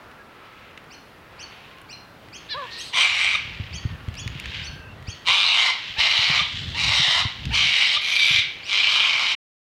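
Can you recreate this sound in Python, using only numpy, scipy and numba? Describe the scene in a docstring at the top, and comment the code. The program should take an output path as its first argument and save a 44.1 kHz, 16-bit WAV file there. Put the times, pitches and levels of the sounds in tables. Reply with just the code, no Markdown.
"""Cockatoos rasp in a tree a few metres away: uneven slaps and turbulent air excite moving resonances.
Behind them a dulled, grainy wash of filtered noise swells and sinks: distant rasps and, between the near
calls, probably their lingering reverberation. A small bird repeats a swept tone and a pip, beaks click on
fruit as short noise bursts, and wind buffets the microphone over a soft outdoor hum of filtered noise.
Near sources gain a wall echo and a tree tail; gain control lowers the whole sound under the loud calls."""
import sys
import numpy as np
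from scipy import signal
from scipy.io import wavfile
from scipy.ndimage import uniform_filter1d
from numba import njit

SR = 44100
rng = np.random.default_rng(int(sys.argv[2]) if len(sys.argv) > 2 else 0)


def output_pcm(signal):
    """Save a mono or channel-first signal as 16-bit PCM at the path in sys.argv[1].

    Samples are clipped to [-1, 1] before scaling.
    """
    pcm = np.clip(np.atleast_2d(signal).T, -1, 1) * 32767
    wavfile.write(sys.argv[1], SR, np.round(pcm).astype(np.int16))


N = 424226


def undb(db):
    """Decibel definition: amplitude ratio from a level."""
    return 10 ** (np.asarray(db) / 20)


def level(x, db):
    """Root-mean-square normalisation to a level in dB."""
    return x * undb(db) / np.sqrt(np.mean(x ** 2))


def columns(rows, edge_s=0.0013):
    """Linear interpolation of a table: its sample span, its columns per sample and a soft-edged gate."""
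    s, *cols = np.transpose(rows)
    k = np.arange(max(int(s[0] * SR), 0), min(int(s[-1] * SR), N))
    gate = np.clip(np.minimum(k - k[0], k[-1] - k) / (edge_s * SR), 0, 1)
    return k, [np.interp(k / SR, s, c) for c in cols], gate


@njit
def svf(x, hz, width):
    """Second-order resonance: a state-variable band-pass with a moving centre, gain 1 there."""
    y, b, l = np.empty(len(x)), 0., 0.
    for i in range(len(x)):
        g, k = np.tan(np.pi * hz[i] / SR), width / hz[i]
        v = (b + g * (x[i] - l)) / (1 + g * (g + k))
        b, l, y[i] = 2 * v - b, l + 2 * g * v, k * v
    return y


def band(x, hz, width_hz):
    """Cascaded resonance: two equal band-passes steepen the skirts and darken the valleys."""
    hz = np.clip(hz, 20, .45 * SR) + np.zeros(len(x))
    # each pass is wider, since the cascade narrows the whole
    return svf(svf(x, hz, 1.5 * width_hz), hz, 1.5 * width_hz)


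@njit
def follow(x, attack, release):
    """Envelope detection by a one-pole smoother that rises fast and falls slowly."""
    y, e = np.empty(len(x)), 1e-3
    for i in range(len(x)):
        e += (abs(x[i]) - e) * (attack if abs(x[i]) > e else release)
        y[i] = e
    return y


def walk(rate, size):
    """Slow random modulation: draws held for 1 / rate seconds and slewed, with a spread near 1."""
    k = int(SR / rate)
    held = np.repeat(rng.standard_normal(size // k + 1), k)
    return 1.2 * uniform_filter1d(held, k)[:size]


def creak(hz, jitter, scatter_db, puff):
    """Relaxation oscillation: uneven slaps of the voice membrane, each trailed by a turbulent puff of air."""
    phase = np.cumsum(hz * np.exp(jitter * walk(250, len(hz)))) / SR
    cycle = phase.astype(int)
    size = undb(scatter_db * rng.standard_normal(cycle[-1] + 1))[cycle]
    slaps = np.diff(cycle, prepend=0) * size
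    # puff is the decay constant as a share of the cycle
    air = size * np.exp(-(phase - cycle) / puff) * rng.standard_normal(len(hz))
    return level(slaps, 0), level(air, 0)


def notes(tables, partials, waver):
    """Additive synthesis: stacks of sines on a pitch curve that wavers at random."""
    out = np.zeros(N)
    for rows, stack in zip(tables, partials):
        k, (hz, db), gate = columns(rows, edge_s=.008)
        phase = 2 * np.pi * np.cumsum(hz * (1 + waver * walk(150, len(k)))) / SR
        tone = sum(undb(g) * np.sin(m * phase) for m, g in stack)
        out[k] += gate * undb(db) * np.sqrt(2) * tone
    return out


def glides(rows, edge_db=-6., hook=.5):
    """Frequency glide: loudest two thirds along, with the share `hook` of the last third's change done."""
    curves = []
    for s, length, a, b, db in rows:
        loudest_hz = a + (b - a) * (2 + hook) / 3
        curves.append([(s, a, db + edge_db),
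                       (s + length * 2 / 3, loudest_hz, db),
                       (s + length, b, db + edge_db / 2)])
    return curves


def rings(rows, rise_s, t60_s, octave_db):
    """Damped oscillation: short fading tones with a weak octave, from (time, peak dB, Hz)."""
    out, t = np.zeros(N), np.arange(SR // 4) / SR
    shape = (1 - np.exp(-t / rise_s)) * np.exp(-np.log(1000) * t / t60_s)
    for s, db, hz in rows:
        phase = 2 * np.pi * hz * t
        tone = np.sin(phase) + undb(octave_db) * np.sin(2 * phase)
        out[int(s * SR):][:len(t)] += undb(db) * shape / shape.max() * tone
    return out


def hum():
    """Incoherent superposition of far traffic, leaves and microphone hiss: noise bands that drift in level."""
    # relative noise density: (frequency [Hz], density [dB per Hz])
    density = [(15, -40), (25, 0), (87, 1), (796, -3.5), (1370, -2.5), (1520, -6), (1790, -5.5),
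               (2050, -10), (3720, -16.5), (5280, -41), (14400, -22.5), (16000, -30)]
    table_hz, table_db = np.transpose(density)
    out, swell = 0, walk(0.22, N)
    for hz in 30 * 2 ** np.arange(0, 9.2, .5):  # half-octave steps
        db = np.interp(np.log(hz), np.log(table_hz), table_db)
        db = db + 1.0 * swell + 1.3 * walk(6, N)  # shared swell, own flicker
        out = out + undb(db) * band(rng.standard_normal(N), hz, hz * 0.5)
    return level(out, -47)


def wind():
    """Turbulent pressure on the membrane: eddies push in gusty lumps, the hardest as single thumps."""
    # strength of the gusts: (time [s], level [dB])
    gusts = [(0.0, -75.5), (3.2, -51.5), (3.46, -42), (3.62, -38), (3.77, -36), (4.06, -39.5), (4.97, -41),
             (5.36, -57.5), (5.68, -57), (6.46, -40), (6.87, -32), (7.08, -41), (7.29, -40), (7.47, -27.5),
             (7.68, -34), (7.79, -53.5), (9.19, -56.5), (9.35, -94)]
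    # hardest buffets: (time [s], peak level [dB], frequency [Hz])
    buffets = [(3.45, -34.5, 116), (3.599, -18, 98), (3.852, -13.5, 110), (4.081, -16.5, 98),
               (4.261, -19.5, 99), (4.353, -25, 134), (4.468, -27, 72.7), (4.693, -27, 72),
               (4.795, -33, 75.4), (5.082, -21, 89), (5.898, -35, 72.9), (5.983, -29, 72.7),
               (6.189, -25.5, 107), (6.299, -19, 142), (6.412, -28, 165), (6.538, -27.5, 113),
               (6.996, -20.5, 141), (7.08, -27.5, 143), (7.16, -31.5, 91.5), (7.252, -14, 105),
               (7.466, -24, 158), (8.307, -24.5, 142), (8.345, -27.5, 111.4), (8.385, -25.5, 100.6)]
    k, (db,), gate = columns(gusts)
    lumps = undb(3.5 * walk(22, len(k))) * rng.standard_normal(len(k))
    rumble = band(band(lumps, 68, 89.0), 99, 140.0)
    rumble = level(rumble, 0) * undb(db)
    thumps = rings(buffets, rise_s=0.0015, t60_s=0.06, octave_db=-17.0)
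    return np.pad(rumble, (k[0], N - k[-1] - 1)) + thumps


def whistles():
    """Pure-tone radiation: faint gliding sines from far away."""
    # (start [s], length [s], start frequency [Hz], end frequency [Hz], level [dB])
    tones = [(.03, 0.71, 1375, 1300, -54), (.19, 0.039, 1780, 1700, -47), (1.68, 0.18, 1040, 1070, -53),
             (2.62, 0.21, 1700, 1900, -43.5), (3.72, 0.25, 2000, 1800, -51),
             (3.95, 0.42, 1780, 1700, -57.5), (4.4, .5, 1600, 1560, -49), (4.78, 0.17, 2680, 2740, -50),
             (4.95, 0.36, 1900, 1900, -53)]
    return notes(glides(tones, edge_db=-4.), [[(1, 0)]] * len(tones), waver=.025)


def grainy_wash():
    """Absorption and scattering: a dulled, grainy wash that swells and sinks.

    It stands for distant rasps and, between the near calls, probably their lingering reverberation.
    """
    # (loudest time [s], rise [s], fall [s], level [dB], centre [Hz], treble against the rest [dB])
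    swells = [(.65, 0.83, 0.37, -49.5, 2500, -44), (1.55, 0.44, 0.6, -46, 2650, -36),
              (2.621, 0.37, 0.77, -40.5, 2800, -27), (2.85, .2, .2, -42, 3000, -30),
              (3.44, .2, 0.83, -35, 2700, -40), (4.6, .6, 0.26, -33, 2880, -43),
              (5.15, 0.46, 0.7, -50.5, 3100, -23), (5.87, .5, 0.83, -33, 2950, -44),
              (6.601, 0.62, 0.54, -28.5, 3200, -28), (7.3, 0.28, 1.5, -35.5, 3050, -42),
              (8.599, 0.4, .4, -39.5, 2680, -39)]
    fade_db = 25  # each swell rises from and sinks to this far below its loudest
    out = np.zeros(N)
    for s, rise, fall, peak_db, hz, top_db in swells:
        curve = [(s - rise, peak_db - fade_db), (s, peak_db), (s + fall, peak_db - fade_db)]
        k, (db,), gate = columns(curve, edge_s=0.051)
        source = creak(np.full(len(k), 180.), jitter=0.3, scatter_db=1.5, puff=1.4)[1]
        wash = band(source, hz, 1100.0)
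        wash = wash + undb(-7.0) * band(source, 2180, 680.0)
        wash = wash + undb(-18) * band(source, 3500, 1300.0)
        treble = level(band(source, 7830, 2300.0), 0)
        wash = level(band(wash, 2400, 3700.0), 0) + undb(top_db) * treble
        out[k] += gate * wash * undb(db + 1.1 * walk(9.8, len(k)))
    return out


def small_bird():
    """Frequency modulation: a quick upward sweep that hooks over at the top, then a steady fading pip."""
    # (sweep start [s], length [s], low [Hz], top [Hz], sweep level before partial gains [dB],
    #  pip frequency [Hz], pip peak level [dB])
    chirps = [(0.901, 0.041, 2060, 3190, -59, 4280, -43), (1.386, 0.041, 2170, 3310, -53, 4470, -36),
              (1.887, 0.041, 2075, 3020, -54, 4170, -33.5), (2.323, 0.051, 2085, 3410, -53.5, 4390, -44),
              (2.781, 0.042, 2225, 3370, -49, 4420, -50), (3.724, 0.048, 2070, 3470, -49.5, 4540, -36),
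              (4.164, .05, 2196, 3520, -49.5, 4480, -42), (4.621, 0.049, 2080, 3210, -51.5, 4410, -33),
              (5.066, 0.05, 2030, 3510, -51.5, 4470, -37.5), (8.625, 0.053, 2060, 3040, -52.5, 4400, -51.5)]
    # sweep harmonics: (multiple, gain [dB])
    partials = [(1, 9.5), (2, 8), (3, -10)]
    curves = glides([c[:5] for c in chirps], edge_db=-2.5, hook=.4)
    sweeps = notes(curves, [partials] * len(chirps), waver=0.011)
    pips = [(s + length, db, hz) for s, length, *_, hz, db in chirps]
    return sweeps + rings(pips, rise_s=0.0017, t60_s=0.03, octave_db=-23.5)


def clicks():
    """Impulsive excitation: beaks on fruit and twigs crack for a few ms, woody centre and sharp top."""
    # (time [s], peak level of the centre [dB], centre [Hz], treble peak against it [dB])
    cracks = [(0.1144, -41, 1700, -12), (0.776, -29, 1760, -33), (0.8414, -39, 1780, -16),
              (1.7844, -40, 2360, -11), (1.8158, -37, 1770, -5.5), (2.286, -35, 1810, -33),
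              (4.0854, -30, 2510, -39), (4.141, -29, 2300, -25), (4.1524, -29.5, 2280, -17),
              (4.2763, -19.5, 2350, -37), (4.3988, -21.5, 2640, -9.5), (4.4575, -18, 2250, -41),
              (5.025, -36, 1950, -15), (6.6298, -32, 3630, -29), (7.454, -19.5, 2970, -38)]
    out, t = np.zeros(N), np.arange(SR // 30) / SR
    for s, db, hz, treble_db in cracks:
        crack = np.exp(-t / .0022) * rng.standard_normal((2, len(t)))
        body, top = band(crack[0], hz, 1400.0), band(crack[1], 9500, 7000.)
        burst = body / abs(body).max() + undb(treble_db) * top / abs(top).max()
        out[int(s * SR):][:len(t)] += undb(db) * burst
    return out


def mews():
    """Harmonic series: two soft mews of integer partials on a bending pitch."""
    # one list per mew: (time [s], pitch [Hz], level before partial gains [dB])
    curves = [
        [(2.485, 509, -46.5), (2.511, 610, -33.5), (2.527, 574, -30.5), (2.555, 527, -39)],
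        [(2.54, 450, -28.5), (2.58, 596, -26.5), (2.63, 520, -28), (2.67, 465, -39)],
    ]
    # one list per mew: (multiple, gain [dB])
    partials = [
        [(3, -5.5), (4, -13), (5, -11), (6, -4), (7, 0.5), (8, -6.5), (9, -13.5), (10, -25.5)],
        [(1, -13), (2, -6), (3, -15.5)],
    ]
    return notes(curves, partials, waver=.012)


def clear_notes():
    """Phase locking: the voice turns periodic at the edges of calls, and through the rasp as one nearly
    level tone and one short falling sweep."""
    # at the start or end of a call:
    # (start [s], length [s], start reference [Hz], end reference [Hz], level before partial gains [dB])
    clear = [(2.93, 0.089, 1023, 1023, -39.5), (3.345, 0.016, 1266, 1146, -31),
             (5.27, 0.061, 965, 1093, -34.5), (5.685, 0.03, 998, 1038, -36.5),
             (5.96, 0.052, 835, 915, -44.5), (6.385, 0.032, 1165, 1188, -33.5),
             (6.74, .04, 835, 990, -46.5), (7.2, 0.028, 1138, 1330, -38), (7.5, 0.05, 829, 990, -46),
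             (7.96, 0.024, 1240, 1220, -33.5)]
    # shared by those notes: (multiple of the reference, gain [dB])
    clear_partials = [(.5, -9), (1, 8.5), (2, 9.5), (3, 13)]
    # through the rasp, the level tone and then the sweep:
    # (start [s], length [s], start reference [Hz], end reference [Hz], level before partial gains [dB])
    locked = [(8.14, .14, 1185, 1160, -30), (8.385, .04, 2040, 1740, -31)]
    # one list for each of the two: (multiple of the reference, gain [dB])
    locked_partials = [
        [(2, 13), (4, 0.5), (5, -9), (6, -23.5)],
        [(2, 10.5)],
    ]
    edges = notes(glides(clear, edge_db=-6.5), [clear_partials] * len(clear), waver=0.035)
    return edges + notes(glides(locked, edge_db=-9.5), locked_partials, waver=0.013)


def hiss():
    """Turbulent jet noise: air forced through a nearly closed throat, sudden at first and fading."""
    # bands before the first call; those above 8 kHz join late:
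    # (start [s], end [s], centre [Hz], width [Hz], starting level [dB])
    bands = [(2.703, 2.92, 4100, 693, -38), (2.7, 2.801, 5800, 596, -59), (2.772, 2.92, 8200, 1500, -50),
             (2.772, 2.9, 10800, 3010, -55.5)]
    fade_db = -7  # change from start to end
    out = np.zeros(N)
    for start, end, hz, width_hz, db in bands:
        k, (fade,), gate = columns([(start, db), (end, db + fade_db)], edge_s=0.019)
        air = creak(np.full(len(k), 200.), jitter=0.12, scatter_db=0.0, puff=.8)[1]
        out[k] += gate * undb(fade) * level(band(air, hz, width_hz), 0)
    return out


def rasps():
    """Source-filter principle: the creak rings throat and windpipe resonances that move and tremble."""
    # effort and beak, one list per call:
    # (time [s], level [dB], 2nd resonance [Hz], 3rd resonance [Hz], 4th resonance [Hz])
    efforts = [
        [(2.92, -34, 2190, 3160, 3780), (2.966, -20.5, 2300, 3200, 3780), (3.012, -15.5, 2310, 3090, 3900),
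         (3.114, -25, 2210, 2950, 3900), (3.224, -19.5, 2230, 3100, 3800), (3.364, -24.5, 2360, 2930, 3710),
         (3.39, -56, 2310, 2930, 3840)],
        [(5.245, -35.5, 2270, 2950, 3980), (5.281, -17, 2230, 2980, 3830), (5.393, -19, 2400, 2940, 3620),
         (5.465, -18, 2260, 2800, 3940), (5.529, -18.5, 2220, 2800, 3750), (5.585, -17.5, 2230, 3130, 3730),
         (5.677, -19.5, 2130, 2960, 3970), (5.725, -22, 2150, 3060, 3900)],
        [(5.96, -34, 2130, 2990, 3910), (5.968, -38, 2100, 2990, 3920), (5.992, -18, 2160, 2920, 3870),
         (6.07, -19, 2120, 2950, 3860), (6.106, -19.5, 2140, 2950, 3970), (6.39, -19.5, 2240, 3000, 3940),
         (6.424, -24, 2290, 3100, 3880), (6.44, -27, 2320, 3090, 3920)],
        [(6.73, -47, 2220, 2930, 3820), (6.786, -23.5, 2230, 2860, 3930), (6.916, -20, 2140, 2850, 3860),
         (6.982, -18.5, 2180, 3010, 3850), (7.05, -19, 2010, 3000, 3820), (7.206, -20, 2120, 2970, 3870),
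         (7.25, -45, 2140, 3000, 3880)],
        [(7.5, -40.5, 2270, 2880, 3920), (7.554, -18, 2330, 3120, 4090), (7.658, -19.5, 2240, 3000, 3770),
         (7.72, -20.5, 2190, 2900, 3830), (7.828, -16.5, 2200, 2860, 3900), (7.898, -22.5, 2070, 3100, 3900),
         (7.952, -18.5, 2200, 3060, 3920), (7.995, -37.5, 2330, 3080, 3790)],
        [(8.0, -27.5, 2390, 3070, 3920), (8.086, -23, 2290, 3150, 3920), (8.252, -18.5, 2380, 3200, 3700),
         (8.39, -16.5, 2245, 3110, 3880), (8.45, -52, 2330, 3070, 3670)],
        [(8.65, -37.5, 2400, 2950, 3860), (8.73, -20, 2300, 3080, 3900), (8.854, -19, 2350, 3030, 4030),
         (9.056, -18.5, 2350, 3060, 3730), (9.124, -21.5, 2330, 3080, 3940), (9.34, -22, 2190, 2950, 3870),
         (9.35, -29, 2260, 2900, 3870)],
    ]
    # voice of each call: (mean creak rate at start [Hz], at end [Hz], unevenness [0-1],
    #  air against slaps [dB], factor on the throat widths, broad colour gain [dB], 1st resonance [dB],
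    #  3rd resonance [dB], 4th resonance [dB], upper resonances [dB], top [dB])
    voices = [(264.7, 180, .1, 0.71, 1.4, -2, -13, -1.9, -7, -12.5, -40),
              (166.1, 260, .1, -0.57, 1.03, 2, -6, 2, 1, -15.5, -38),
              (232.5, 235, .09, -0.31, 1.25, 2, -8, 2, 0, -20, -27.5),
              (277.7, 325, .08, -0.58, 1.12, 2, -7.5, 0, 1.5, -12, -31),
              (210, 320, .07, 0.87, 1.23, 2.5, -14.5, 2, 0, -16, -34),
              (228.2, 225, .08, 2.07, 1.18, -1.5, -24, -1.8, -2.5, -16, -21),
              (200.8, 225, .05, 2.3, 1.22, 2, -10.5, 0.83, -5, -27, -34.5)]
    # 1st to 4th resonance before the call's factor: (width [Hz])
    throat_widths = [420, 240, 330, 380]
    # windpipe series: (multiple of half the 2nd resonance, relative gain [dB])
    windpipe = [(5, 2.5), (6, -4.5), (7, -6.5), (8, -21)]
    # broad colour under the resonances: (centre [Hz], width [Hz], relative level [dB])
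    colour = [(694, 300, -23.5), (1440, 960, -15), (3030, 610, -17), (4713, 1280, -7)]
    out = np.zeros(N)
    for rows, voice_row in zip(efforts, voices):
        rate0, rate1, uneven, air_db, wide, body_db, db1, db3, db4, upper_db, top_db = voice_row
        k, (db, hz2, hz3, hz4), gate = columns(rows, edge_s=0.026)
        size = len(k)
        slaps, air = creak(np.linspace(rate0, rate1, size), jitter=uneven, scatter_db=2., puff=.45)
        voice = slaps + undb(air_db) * air
        bright = slaps + undb(air_db + 2.5) * air  # the upper bands carry more air

        def shift():
            """Moving tongue: a random change in the strength of one resonance."""
            return undb(1.8 * walk(12, size))

        mid = 0
        throat = zip((0.45 * hz2, hz2, hz3, hz4), throat_widths, (db1, 0, db3, db4))
        for j, (f, w, g) in enumerate(throat):
            trembling_hz = f * (1 + .012 * walk(35, size))
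            resonance = level(band(voice, trembling_hz, wide * w), g)
            mid = mid + (-1) ** j * shift() * resonance  # neighbours have opposite signs
        body = sum(level(band(voice, f, w), g) for f, w, g in colour)
        # the upper resonances wander and flicker on their own
        upper = 0
        for m, g in windpipe:
            wandering_hz = m * hz2 / 2 * (1 + .02 * walk(10, size))
            upper = upper + undb(g + 3 * walk(14, size)) * band(bright, wandering_hz, 750)
        top = shift() * band(bright, 10020, 3400.0)
        call = mid + undb(body_db) * body + level(upper, upper_db) + level(top, top_db)
        # a side cavity swallows part of a band just below the 2nd resonance
        call = call - 0.41 * band(call, 0.783 * hz2, 260)
        # the tongue moves strength between resonances without changing the loudness
        loudness = np.sqrt(uniform_filter1d(call ** 2, SR // 20))
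        out[k] += gate * undb(db) * call / loudness
    # so small a throat radiates no bass, and the air takes the very top
    return signal.sosfilt(signal.butter(3, (600, 12000), "bandpass", fs=SR, output="sos"), out)


def surroundings(x, wet_db):
    """Reflection and scattering: one smeared wall echo and a diffuse tree tail, shorter in the treble."""
    # diffuse tail: (centre [Hz], time to decay by 60 dB [s], relative level [dB])
    trees = [(1360, .5, -16), (3350, 0.45, -13), (6900, 0.1, -13)]
    echo_s, echo_db = 0.098, -21
    t, tail = np.arange(SR) / SR, 0
    for f, t60, g in trees:
        decay = np.exp(-np.log(1000) * t / t60)
        tail = tail + level(band(rng.standard_normal(SR), f, 1. * f) * decay, g)
    tail = undb(wet_db) * tail / np.sqrt(SR) * np.clip(t / 0.0061, 0, 1)
    # a burst of 60 samples smears the echo
    tail[int(echo_s * SR):][:60] += undb(echo_db) * rng.standard_normal(60) / np.sqrt(60)
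    return x + signal.fftconvolve(x, tail)[:N]


def scene():
    """Linear superposition of the background, the distant sounds and the near birds."""
    background = hum() + wind()
    far = grainy_wash() + whistles()
    # the small bird sits deeper in the trees, so more of it arrives scattered
    chirping = surroundings(small_bird(), wet_db=7.0)
    near = surroundings(clear_notes() + mews() + clicks(), wet_db=-6)
    rasping = surroundings(rasps() + hiss(), wet_db=5.0)
    return (background + far + chirping + near + rasping)[None]


def record(dry):
    """Dynamic compression between a high-pass and a steep low-pass: gain eases down under loud calls."""
    heard = signal.sosfilt(signal.butter(2, 45, "high", fs=SR, output="sos"), dry)
    envelope = follow(heard[0], 1 / (0.013 * SR), 1 / (.2 * SR))  # 13 ms attack, 0.2 s release
    gain = np.minimum(undb(-24.5) / envelope, 1) ** 0.18
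    stop = np.clip((9.352 - np.arange(N) / SR) / 0.0045, 0, 1)  # the sound stops short
    low_pass = signal.ellip(10, .2, 80, 15830, fs=SR, output="sos")
    return signal.sosfilt(low_pass, heard * gain * stop)


dry = scene()
out = record(dry)
output_pcm(out)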